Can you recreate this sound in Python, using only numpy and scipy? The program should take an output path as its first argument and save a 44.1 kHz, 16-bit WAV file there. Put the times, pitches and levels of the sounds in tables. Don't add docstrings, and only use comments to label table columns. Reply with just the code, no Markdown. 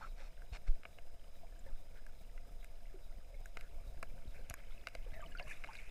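import sys
import numpy as np
from scipy import signal
from scipy.fft import rfft, irfft, next_fast_len
from scipy.io import wavfile
from scipy.ndimage import uniform_filter1d

SR = 44100
rng = np.random.default_rng(int(sys.argv[2]) if len(sys.argv) > 2 else 0)


def store_wav(level_fs):
    pcm = np.round(np.clip(np.atleast_2d(level_fs), -1, 1) * 32767)
    wavfile.write(sys.argv[1], SR, pcm.T.astype(np.int16))


N = 260190
T = np.arange(N) / SR

# frequency in Hz, relative level in dB.
SWELL_SPECTRUM = [(3, -23.5), (8, 8.5), (16, -2.5), (25, -1.5), (40, -17.5), (60, -23.5), (90, -44),
                  (160, -69.5), (400, -77)]
CHURN_SPECTRUM = [(25, -10), (50, 10), (80, 4), (140, -3), (250, -8.5), (400, -18), (800, -31),
                  (2000, -66.5)]
WASH_SPECTRUM = [(200, -19), (380, -11.5), (490, -4.5), (580, -3), (630, -5), (685, 0.5), (780, -15),
                 (900, -11), (1050, -20.5), (2000, -28.5)]
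HISS_SPECTRUM = [(900, -11), (1200, 4.5), (1600, 2), (2400, -2), (3200, 1.5), (3950, 3), (4400, -15.5),
                 (5400, 0), (6100, -3), (6700, 1), (7400, -5.5), (8600, 1), (9800, -10.5), (11300, -3.5),
                 (12200, -10), (13500, -18), (15500, -14)]
SWISH_SPECTRUM = [(150, -0.5), (350, -7.5), (750, 5), (1030, -5), (1550, 4), (1800, -1), (2100, 0),
                  (2500, 0.5), (3200, -10.5), (3850, -4.5), (4150, -15), (4330, 1.5), (4550, -16),
                  (5000, -7), (5700, -8.5), (5880, -7.5), (6100, -17), (6850, -14), (8200, -16.5),
                  (9500, -25), (14000, -49)]
RUB_SPECTRUM = [(600, -27), (1200, -9), (1530, 6), (1850, -3), (2250, -7), (3200, -17), (3900, -12),
                (4500, -18), (9000, -24.5)]
TICK_SPECTRUM = [(2500, -40), (5900, -4), (6300, -7), (6850, 1.5), (7400, -19), (7850, 3), (8400, -9),
                 (9000, -7), (10500, -4), (11200, -3.5), (12000, -6.5), (13000, -12.5), (15500, -25)]
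FIZZ_SPECTRUM = [(500, -15), (900, -11), (1150, -0.5), (1600, 4), (1900, -2), (2200, -1), (2600, -5),
                 (3100, -2), (3800, -7), (5500, -12), (9000, -60)]
SPRAY_SPECTRUM = [(1200, -10.5), (1950, -3.5), (2200, 2.5), (2620, 1), (3100, -23), (4200, -21),
                  (6000, -16), (8500, -19), (10300, -18.5), (12000, -24.5), (15500, -35)]
# centre in seconds, length in seconds, rise of the flow in dB.
FLOW_SURGES = [(2.52, 0.12, 3.5), (4.01, 0.63, 5.5), (5.27, 0.31, 5.5)]
# centre in seconds, frequency in Hz, level in dB.
WATER_SHOVES = [(0.528, 61, -35.5), (0.684, 250, -50.5), (0.702, 26.3, -20.5), (1.74, 19.5, -31),
                (3.178, 36, -42.5), (3.186, 190, -53.5), (3.764, 43, -45), (3.901, 90, -47.5),
                (3.973, 79, -47), (4.141, 200, -50), (4.257, 290, -49), (4.283, 54, -37.5),
                (4.508, 105, -41), (4.99, 31, -38), (5.129, 136, -45), (5.468, 150, -49)]
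# frequency in Hz, rms level in dB.
WHINE_TONES = [(4000, -91.5), (5000, -87.5), (9000, -100)]
# start in seconds, pitch in Hz, level in dB.
NEAR_BUBBLES = [(.010, 876, -46.5), (.022, 1280, -41), (.201, 542, -53.5), (.045, 1320, -46),
                (1.432, 668, -49), (1.592, 7100, -47), (1.663, 536, -49), (1.664, 1755, -51.5),
                (2.941, 374.5, -48), (3.3427, 2160, -53.5), (3.78, 670, -55.5), (4.178, 694, -67),
                (4.39, 503, -53.5), (4.778, 2540, -52), (5.064, 494, -49), (5.161, 11200, -47),
                (5.133, 2020, -49), (5.193, 648, -47), (5.203, 1560, -47.5), (5.207, 2990, -52),
                (5.2176, 6800, -49), (5.224, 1184, -43), (5.24, 2260, -48.5), (5.261, 2940, -46),
                (5.3104, 7240, -50), (5.316, 1660, -51), (5.321, 2840, -48.5), (5.3508, 1420, -39.5),
                (5.373, 4440, -45), (5.385, 2750, -41), (5.398, 713, -44), (5.403, 2120, -47),
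                (5.405, 1665, -46), (5.408, 565, -46), (5.426, 4530, -44.5), (5.471, 1090, -52.5),
                (5.477, 2800, -49), (5.511, 1730, -38), (5.519, 2430, -42), (5.68, 2730, -50),
                (5.687, 897, -42.5), (5.692, 1060, -47.5), (5.7324, 4780, -45.5), (5.768, 3700, -45),
                (5.7877, 2210, -42.5)]
# start in seconds, middle pitch in Hz, level of one bubble in dB.
AIR_POCKETS = [(.01, 1382, -46), (1.645, 1690, -68), (3.3, 556, -59.5), (3.385, 768, -64.5),
               (5.128, 1870, -51.5), (5.135, 670, -57.5), (5.215, 678, -58.5), (5.389, 1820, -60),
               (5.405, 585, -57.5)]
# centre in seconds, length in seconds, level in dB.
WATER_SWISHES = [(0.039, 0.084, -64), (0.226, 0.1, -63.5), (0.55, .04, -54.5), (0.679, 0.018, -58),
                 (4.506, 0.019, -57), (5.143, 0.0089, -63.5), (5.397, 0.0073, -55.5)]
WEED_RUBS = [(1.972, 0.035, -66), (3.62, 0.1, -68.5), (4.372, 0.049, -70), (4.585, 0.05, -70.5)]
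# frequency in Hz, relative level in dB, t60 in seconds.
CASE_MODES = [(250, -7, 0.013), (509, 5, 0.021), (675, 4.5, 0.037), (1110, 3, 0.0069), (1618, 8, 0.011),
              (2120, 7, 0.0065), (2514, -7, 0.025), (2817, 8, 0.0066), (3980, 4, 0.0083),
              (4780, 9.5, 0.0049)]
# start in seconds, level in dB, centre in Hz, spread over the modes
# in octaves, relative level of the bright tick in dB, relative level of the low thud in dB.
CASE_KNOCKS = [(0.42, -50.5, 1520, 0.13, -12, -32), (0.834, -44.5, 1890, 1.1, -42, -25),
               (0.8533, -36, 2300, 0.72, -47, -26), (0.986, -46, 2600, 0.97, -48, -25),
               (2.0654, -48, 1510, .35, -5.5, -31), (2.378, -48.5, 2110, 0.15, -18, -20),
               (2.6289, -53, 2230, 0.3, -20, -22), (2.6447, -46, 2480, 0.56, -3, -25),
               (3.458, -45, 1480, 0.4, -3.5, -16), (3.5709, -35, 2170, 0.48, -14.5, -16),
               (3.61, -42.5, 1750, 0.94, -7.5, -30), (4.0284, -33.5, 1530, 0.63, -9, -22),
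               (4.4989, -40, 2600, 0.29, 5.5, -8), (4.5084, -40.5, 1400, 0.94, -17, -4),
               (4.540, -36, 1620, 0.24, -0.5, -28), (4.871, -27.5, 2160, 1, -22, -11),
               (4.885, -46.5, 2700, 0.78, -9, -13), (4.951, -36.5, 2680, 1.9, -12, -9),
               (5.3967, -35, 2500, 0.23, -50.5, -21), (5.639, -35, 2250, 0.4, -25, -23),
               (5.6442, -36.5, 2160, 0.36, -24, -3), (5.674, -45, 2000, 0.51, -30, -8),
               (5.7534, -40, 2380, 0.31, -15, -33)]
# crest in seconds, build-up time constant in seconds, cloud level in dB,
# spray level in dB.
BREAKING_WAVELETS = [(4.36, 0.027, -86, -65.5), (4.62, 0.21, -70, -74.5), (5.2, 1, -73, -73),
                     (5.51, 0.031, -62, -51.5), (5.76, 0.15, -65.5, -60.5)]
# frequency in Hz, gain in dB.
WALL_RESPONSE = [(1760, 0), (1900, -3.5), (2020, 2), (3060, 0.5), (3230, -5.5), (3450, -0.5)]

SWELL_DB, CHURN_DB, WASH_DB, FOAM_DB, SPRAY_DB = -45, -64.5, -68.5, -76.5, -83
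SWELL_FOLLOWS, WASH_FOLLOWS = 0.6, 0.4
TOP_HZ = 15500


def undb(db):
    return 10 ** (np.asarray(db) / 20)


def unit(x):
    return x / np.sqrt(np.mean(x ** 2))


def colour(x, points):
    size = next_fast_len(len(x) // 2 + 2048) * 2
    hz, db = np.transpose(points)
    bin_hz = np.maximum(np.arange(size // 2 + 1) * SR / size, 1)
    gain = undb(np.interp(np.log(bin_hz), np.log(hz), db))
    cepstrum = irfft(np.log(gain))
    cepstrum[1:size // 2] *= 2
    cepstrum[size // 2 + 1:] = 0
    return irfft(rfft(x, size) * np.exp(rfft(cepstrum)))[:len(x)]


def noise(points):
    return unit(colour(rng.standard_normal(N), points))


def wander(hz):
    return noise([(1, 0), (hz, 0), (2 * hz, -20), (10 * hz, -120)])


def even(x, span_s):
    return x / np.sqrt(uniform_filter1d(x ** 2, int(span_s * SR)) + 1e-9)


def add(out, s, x):
    i = int(np.clip(s * SR, 0, N - 1))
    out[i:i + len(x)] += x[:N - i]


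def fade(t, t60):
    return np.exp(-np.log(1000) * t / t60)


def bell(t, length):
    return np.exp(-np.square(2 * t / length) / 2)


def flow_db():
    return sum(db * bell(T - s, length) for s, length, db in FLOW_SURGES)


def swell(rebound=2.07):
    out = even(noise(SWELL_SPECTRUM), 0.46) * undb(SWELL_DB + SWELL_FOLLOWS * flow_db())
    out *= np.minimum(T / .03, 1)
    for s, hz, db in WATER_SHOVES:
        spread = np.square(np.pi * hz * (T - s) / np.where(T > s, rebound, 1))
        out += undb(db) * (1 - 2 * spread) * np.exp(-np.minimum(spread, 50))
    return out


def eddies():
    flutter = wander(hz=27)
    churn = even(noise(CHURN_SPECTRUM) * undb(2.5 * flutter), 0.42)
    wash = even(noise(WASH_SPECTRUM) * undb(1.87 * flutter), 0.23)
    return churn * undb(CHURN_DB + flow_db()) + wash * undb(WASH_DB + WASH_FOLLOWS * flow_db())


def electronics(first_whirr_s=0.099, period_s=.421, whirr_s=0.051):
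    whine = sum(np.sqrt(2) * undb(db) * np.sin(2 * np.pi * hz * T) for hz, db in WHINE_TONES)
    resonance = noise([(4000, -37.5), (4800, 2), (5030, 11), (5300, 2.5), (6500, -43)])
    from_whirr_s = (T - first_whirr_s + period_s / 2) % period_s - period_s / 2
    whirr = noise([(3300, -22), (3700, -6), (3850, -1.5), (4150, -20.5)]) * bell(from_whirr_s, whirr_s)
    return undb(-77.5) * noise(HISS_SPECTRUM) + undb(-83.5) * resonance + undb(-73) * whirr + whine


def bubble(hz, t60, rise, onset_s, pinch_sharp=0.2):
    t = T[:int(t60 * SR) + 2]
    formed = 1 - np.exp(-t / onset_s)
    cycles = hz * (t * (1 + rise * t / t60 / 2) + pinch_sharp * onset_s * formed)
    return np.sin(2 * np.pi * cycles) * fade(t, t60) * formed


def shed(parents, within_s=0.024, octaves=1.324, weaker_db=-11, count=2):
    rows = [(s + within_s * when, hz * 2 ** (octaves * (pitch - .25)), db + weaker_db)
            for s, hz, db in parents for when, pitch in rng.random((count, 2))]
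    return [(s, hz, db) for s, hz, db in rows if hz < TOP_HZ]


def gulps(breakup_s=.05, octaves=0.24, count=8):
    return [(s + breakup_s * (k + when) / count, hz * 2 ** (octaves * (pitch - .5)), db)
            for s, hz, db in AIR_POCKETS for k, (when, pitch) in enumerate(rng.random((count, 2)))]


def plops(longest_t60=0.12, most_cycles=63):
    out = np.zeros(N)
    for s, hz, db in NEAR_BUBBLES + shed(NEAR_BUBBLES) + gulps():
        t60 = 1 / np.hypot(1 / longest_t60, hz / most_cycles)
        direct = bubble(hz, t60, rise=0.014, onset_s=0.00086)
        shallows = 0.046 * rng.standard_normal(4096) * fade(T[:4096], t60=0.035)
        shallows[0] += 1
        heard = signal.fftconvolve(direct, shallows)
        add(out, s, undb(db) * heard * np.linalg.norm(direct) / np.linalg.norm(heard))
    return out


def gurgle(level_db=-60, low_hz=280, octaves=1.25, count=70):
    out = np.zeros(N)
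    for when, pitch, size in rng.random((count, 3)):
        ring = bubble(low_hz * 2 ** (octaves * pitch), t60=0.045, rise=0.07, onset_s=0.00041)
        add(out, when * N / SR, size ** 2 * undb(level_db) * ring)
    return out * undb(flow_db())


def rushes(events, spectrum):
    strength = sum(undb(db) * np.exp(-(2 * (T - s) / length) ** 4 / 2) for s, length, db in events)
    grain = undb(2.8 * wander(hz=300))
    return noise(spectrum) * strength * grain


def knock(hz, octaves, tick_db, thud_db, thud_hz=900):
    t = T[:4096]
    reach_hz = 3100 * 2 ** ((tick_db + 45.5) / 14)
    ring = 0
    for k, (mode_hz, db, t60) in enumerate(CASE_MODES):
        contact = 1 / (1 + (np.log2(mode_hz / hz) / octaves) ** 2)
        contact /= np.hypot(1, (mode_hz / reach_hz) ** 4)
        thud = undb(thud_db) / (1 + (mode_hz / thud_hz) ** 4)
        mode = (-1) ** (k // 2) * np.sin(2 * np.pi * mode_hz * t) * fade(t, t60)
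        ring += undb(db) * (contact + thud) * mode
    echo_decay = fade(t, 0.012) + undb(-28) * fade(t, .08)
    push = 0.15 * rng.standard_normal(len(t)) * echo_decay
    push[0] += 1
    body = signal.fftconvolve(push, ring)[:len(t)]
    tick = colour(rng.standard_normal(len(t)) * (fade(t, 0.011) + fade(t, 0.0058)), TICK_SPECTRUM)
    return body / np.abs(body).max() + undb(tick_db) * tick / np.abs(tick).max()


def knocks(grit_db=-65, grit_count=16):
    out = np.zeros(N)
    for s, db, hz, octaves, tick_db, thud_db in CASE_KNOCKS:
        add(out, s, undb(db) * knock(hz, octaves, tick_db, thud_db))
    for when, size, pitch, hard in rng.random((grit_count, 4)):
        grit = knock(1200 + 2200 * pitch, octaves=0.79, tick_db=-22 + 14 * hard, thud_db=-30)
        add(out, when * N / SR, undb(grit_db) * (1 + size ** 2) * grit)
    return out


def surf(linger=1.14):
    cloud_power, spray_power = undb(FOAM_DB) ** 2, undb(SPRAY_DB) ** 2
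    for s, build_s, cloud_db, spray_db in BREAKING_WAVELETS:
        shape = np.exp(-np.abs(T - s) / (build_s * np.where(T > s, linger, 1)))
        cloud_power += (undb(cloud_db) * shape) ** 2
        spray_power += (undb(spray_db) * shape) ** 2
    return np.sqrt(cloud_power), np.sqrt(spray_power)


def foam(cycles=40, spread_db=4, count=5000):
    cloud = np.zeros(N)
    for when, pitch, size in rng.random((count, 3)):
        hz = 550 * 2 ** (3.1 * pitch ** .7)
        db = -spread_db * np.log(max(size, .01))
        ring = bubble(hz, cycles / hz, rise=0.12, onset_s=0.00016)
        add(cloud, when * N / SR, undb(db) * hz * ring)
    cloud_gain, spray_gain = surf()
    fizz = unit(colour(cloud, FIZZ_SPECTRUM)) * cloud_gain
    spray = noise(SPRAY_SPECTRUM) * spray_gain * undb(2.7 * wander(hz=270))
    return fizz + spray


def pips(cycles=55, count=170):
    out = np.zeros(N)
    for when, pitch, size in rng.random((count, 3)):
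        hz = 1200 * 2 ** (2.8 * pitch)
        ring = bubble(hz, cycles / hz, rise=0.21, onset_s=0.00052)
        add(out, when * N / SR, size * undb(5 - 4 * pitch) * ring)
    cloud_gain, _ = surf()
    return out * cloud_gain


def scene():
    sweeps = rushes(WATER_SWISHES, SWISH_SPECTRUM) + rushes(WEED_RUBS, RUB_SPECTRUM)
    water = swell() + eddies() + sweeps + knocks() + plops() + gurgle() + foam() + pips()
    return (colour(water, WALL_RESPONSE) + electronics())[None]


def record(dry):
    return signal.sosfilt(signal.ellip(10, .2, 70, TOP_HZ, fs=SR, output="sos"), dry)


dry = scene()
out = record(dry)
store_wav(out)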